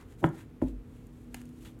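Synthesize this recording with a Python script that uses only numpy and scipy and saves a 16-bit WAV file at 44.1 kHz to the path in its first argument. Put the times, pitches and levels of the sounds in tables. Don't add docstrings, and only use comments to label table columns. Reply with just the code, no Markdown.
import sys
import numpy as np
from scipy import signal
from scipy.fft import rfft, irfft, next_fast_len
from scipy.io import wavfile
from scipy.ndimage import map_coordinates

SR = 44100
rng = np.random.default_rng(int(sys.argv[2]) if len(sys.argv) > 2 else 0)


def wav_out(sig):
    wavfile.write(sys.argv[1], SR, np.round(np.clip(np.atleast_2d(sig).T, -1, 1) * 32767).astype(np.int16))


N = 79380

# pitch_hz, level_db
CLACK_TONE = [(30, -46), (90, -13), (150, -3), (215, -8.5), (300, 6.5), (480, -10.5), (980, -5.5),
              (1130, -22), (1320, -11), (2000, -19.5), (2500, -29), (3400, -22.5), (4000, -60), (9000, -39),
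              (16000, -32)]
# pitch_hz, first_spot_db, second_spot_db, fade_s
TABLE_NOTES = [(91.6, -58, -15, 0.27), (141.6, -25.5, -30.5, 0.22), (155.6, -18.5, -32, 0.24),
               (260, -48, -20, 0.24), (293.5, -29.5, -28.5, 0.21), (331, -30.5, -31, .22),
               (457, -29, -32.5, 0.075), (552, -33, -19.5, 0.17), (599.5, -37.5, -27.5, 0.1),
               (670, -41.5, -33, 0.091), (860, -46, -26, 0.082), (982, -27, -27.5, 0.028),
               (1298, -29, -45, 0.062)]
# start_s, level_db, brightness_hz, ring_db, sway_db, spot (0 first, 1 second)
DECK_HITS = [(0.2412, 0, 2850, 1, -25, 0), (0.2462, -16, 3260, -12, -22, 0),
             (0.6169, -24, 2560, 15, -4, 0.93), (0.6215, -3, 447, -0.5, 2, 0.71)]

def knocks():
    out, t = np.zeros(N), np.arange(SR) / SR
    sway_hz = 50.3
    sway = np.sin(2 * np.pi * sway_hz * t) * fade(t, 0.48) * (1 - np.exp(-t / 0.017))
    for start_s, level_db, brightness_hz, ring_db, sway_db, spot in DECK_HITS:
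        treble_cut = lambda hz: 1 / np.sqrt(1 + (hz / brightness_hz) ** 5.5)
        clack = pulse(lambda hz: gain(look_up(CLACK_TONE, hz)) * treble_cut(hz))
        add(out, start_s, gain(level_db + 25) * clack)
        ring = np.zeros(len(t))
        for pitch_hz, first_spot_db, second_spot_db, fade_s in TABLE_NOTES:
            strength = gain(np.interp(spot, [0, 1], [first_spot_db, second_spot_db]))
            ring += strength * treble_cut(pitch_hz) * np.sin(2 * np.pi * pitch_hz * t) * fade(t, fade_s)
        ring *= 1 - np.exp(-t / 0.0023)
        add(out, start_s, gain(level_db) * (gain(ring_db) * ring + gain(sway_db - 26) * sway))
    return delay_bass(out, late_s=0.001825, below_hz=1250)


# pitch_hz, level_db
CLOTH_TONE = [(40, 0), (140, 0), (300, 8), (400, 6), (620, -3.5), (1000, -15), (1400, -27), (3000, -48),
              (12000, -58)]

def cloth_scuff():
    return gain(-26.5) * swell(peak_s=0.239, rise_s=0.009, fall_s=0.008) * noise(CLOTH_TONE)


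# pitch_hz, level_db
TICK_TONE = [(100, -8), (300, 8), (900, 7.5), (1200, 1.5), (2100, 6.5), (2650, 7), (3400, -4.5), (4400, -2),
             (5800, -7.5), (6900, 4), (7800, -5.5), (9300, -0.5), (11000, -11), (13000, -3.5), (16000, -20)]
# start_s, level_db, thin_below_hz
EDGE_TICKS = [(0.012, -23, 294), (0.124, -21.5, 790), (0.24, -18, 1980), (0.29, -15, 7100),
              (0.6205, -23, 3000), (0.683, -22, 3000), (1.069, -14.5, 12000), (1.3441, 0.5, 200),
              (1.3466, -9.5, 510), (1.352, -18, 3000), (1.4155, -14, 1510), (1.455, -19, 4000),
              (1.491, -20.5, 4000), (1.6485, -18, 2000), (1.790, -18, 9200)]

def edge_ticks():
    out, t = np.zeros(N), np.arange(SR // 40) / SR
    for start_s, level_db, thin_below_hz in EDGE_TICKS:
        grit = gain(-17) * rng.standard_normal(len(t)) * fade(t, 0.019)
        crack = (t == 0) + grit
        thinning = lambda hz: hz ** 2 / np.hypot(hz ** 2, thin_below_hz ** 2)
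        card = pulse(lambda hz: gain(look_up(TICK_TONE, hz)) * thinning(hz))
        add(out, start_s, gain(level_db - 18.5) * signal.fftconvolve(crack, card))
    return delay_bass(out, late_s=0.001, below_hz=5000)


# pitch_hz, level_db
SWISH_TONE = [(500, -41), (2000, 0), (3300, 1.5), (5000, -6), (7000, 0.5), (10000, -1.5), (13000, -4.5),
              (16000, -11)]
SCRAPE_TONE = [(150, -11), (400, -1.5), (900, 9), (2000, 8), (3400, -6.5), (5000, -10), (12000, -43)]
RASP_TONE = [(1500, -25), (2700, -1), (3400, 0.5), (4200, -4), (4800, -9), (7000, -34)]
# peak_s, rise_s, fall_s, level_db, scrape_db, rasp_db
CARD_SLIDES = [(0.008, 0.027, 0.023, -68, 8, -14), (0.128, 0.036, 0.017, -69, 0.5, -19),
               (0.209, 0.017, 0.0053, -65, -10, -15), (0.25, 0.015, 0.019, -59, -5, -23),
               (0.404, 0.055, 0.023, -63, 3, -8), (0.626, 0.0066, 0.011, -62.5, 5.5, -12),
               (0.678, 0.019, 0.024, -67, -4, -5), (0.96, 0.068, 0.071, -74, -2, -11),
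               (1.201, 0.083, 0.075, -74.5, -18, -19), (1.374, 0.028, 0.04, -63, -1.5, -9),
               (1.465, 0.0087, 0.055, -74.5, -23, -12), (1.654, 0.059, 0.047, -64.5, -16, -13),
               (1.653, 0.0024, 0.023, -68.5, 8.5, 8.5)]

def card_slides():
    swish, scrape, rasp = np.zeros((3, N))
    for peak_s, rise_s, fall_s, level_db, scrape_db, rasp_db in CARD_SLIDES:
        stroke = gain(level_db) * swell(peak_s, rise_s, fall_s)
        swish += stroke
        scrape += stroke * gain(scrape_db)
        rasp += stroke * gain(rasp_db)
    grain = normalize(gain(2 * wobble(per_s=1800) + wobble(per_s=70)))
    return grain * (swish * noise(SWISH_TONE) + scrape * noise(SCRAPE_TONE) + rasp * noise(RASP_TONE))


# pitch_hz, fade_s
ECHO_FADE = [(100, 0.36), (400, 0.31), (1500, 0.22), (4000, 0.2), (12000, 0.4)]
# pitch_hz, level_db
ECHO_TONE = [(50, -14.5), (250, -1.5), (600, -7.5), (1500, -4.5), (3500, -8), (12000, -21.5)]

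def room_echo(sound):
    hz, t, bands = signal.stft(rng.standard_normal(SR // 2), SR, nperseg=256)
    bands *= fade(t, look_up(ECHO_FADE, hz)[:, None])
    tail = signal.istft(bands, SR, nperseg=256)[1]
    echo = np.zeros(N)
    add(echo, start_s=0.004, sound=signal.fftconvolve(sound, tail / np.linalg.norm(tail)))
    return filtered(echo, lambda hz: gain(look_up(ECHO_TONE, hz)))


# pitch_hz, level_db, wavers_per_s, waver_db
HUM_NOTES = [(46, -55, 9.22, 9), (111, -61.5, 14.5, 2.5), (150.2, -64, 12.04, 9), (243.7, -55, 4.11, 4.5),
             (278.5, -64, 8.8, -1), (321.4, -61.5, 7.8, 5)]
# pitch_hz, level_db
AIR_TONE = [(15, -27), (30, -21), (44, -1.5), (70, -1.5), (127, -1.5), (190, -8), (260, -7.5), (370, -14),
            (470, -11), (560, -23), (825, -27), (1330, -30.5), (2460, -36), (4940, -46), (14700, -48.5),
            (16000, -53)]

def room_hum():
    hum, t = np.zeros(N), np.arange(N) / SR
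    for pitch_hz, level_db, wavers_per_s, waver_db in HUM_NOTES:
        loudness = gain(waver_db * wobble(wavers_per_s))
        drift_radians = 0.73 * wobble(wavers_per_s)
        hum += gain(level_db) * normalize(loudness * np.sin(2 * np.pi * pitch_hz * t + drift_radians))
    return hum + gain(-51.5) * noise(AIR_TONE)


def gain(db):
    return 10 ** (np.asarray(db) / 20)


def normalize(sound):
    return sound / np.sqrt(np.mean(sound ** 2) + 1e-20)


def look_up(table, hz):
    pitches, values = np.transpose(table)
    return np.interp(np.log(hz + 1), np.log(pitches + 1), values)


def wobble(per_s):
    return map_coordinates(rng.standard_normal(N // 8), [np.arange(N) * per_s / SR], mode="wrap")


def filtered(sound, gain_at):
    size = next_fast_len(N + SR // 2)
    return irfft(rfft(sound, size) * gain_at(np.fft.rfftfreq(size, 1 / SR)), size)[:N]


def noise(tone):
    return normalize(filtered(rng.standard_normal(N), lambda hz: gain(look_up(tone, hz))))


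def pulse(gain_at, size=8192):
    spectrum = np.maximum(gain_at(np.fft.rfftfreq(size, 1 / SR)), 1e-6)
    cepstrum = irfft(np.log(spectrum))
    cepstrum[1:size // 2] *= 2
    cepstrum[size // 2 + 1:] = 0
    return irfft(np.exp(rfft(cepstrum)))


def fade(t, fade_s):
    return np.exp(-np.log(1000) * t / fade_s)


def swell(peak_s, rise_s, fall_s):
    t = np.arange(N) / SR - peak_s
    return np.exp(-0.5 * (t / np.where(t < 0, rise_s, fall_s)) ** 2)


def delay_bass(sound, late_s, below_hz):
    return filtered(sound, lambda hz: np.exp(-2j * np.pi * late_s * below_hz * np.arctan(hz / below_hz)))


def add(out, start_s, sound):
    first = max(0, round(start_s * SR))
    out[first:first + len(sound)] += sound[:max(0, N - first)]


def scene():
    cards = knocks() + cloth_scuff() + edge_ticks() + card_slides()
    return (cards + gain(-2) * room_echo(cards) + room_hum())[None]


def record(dry):
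    lowest_hz, highest_hz = 25.3, 16000
    bass_cut = signal.butter(4, lowest_hz, "highpass", fs=SR, output="sos")
    return filtered(signal.sosfilt(bass_cut, dry[0]), lambda hz: hz < highest_hz)[None]


dry = scene()
out = record(dry)
wav_out(out)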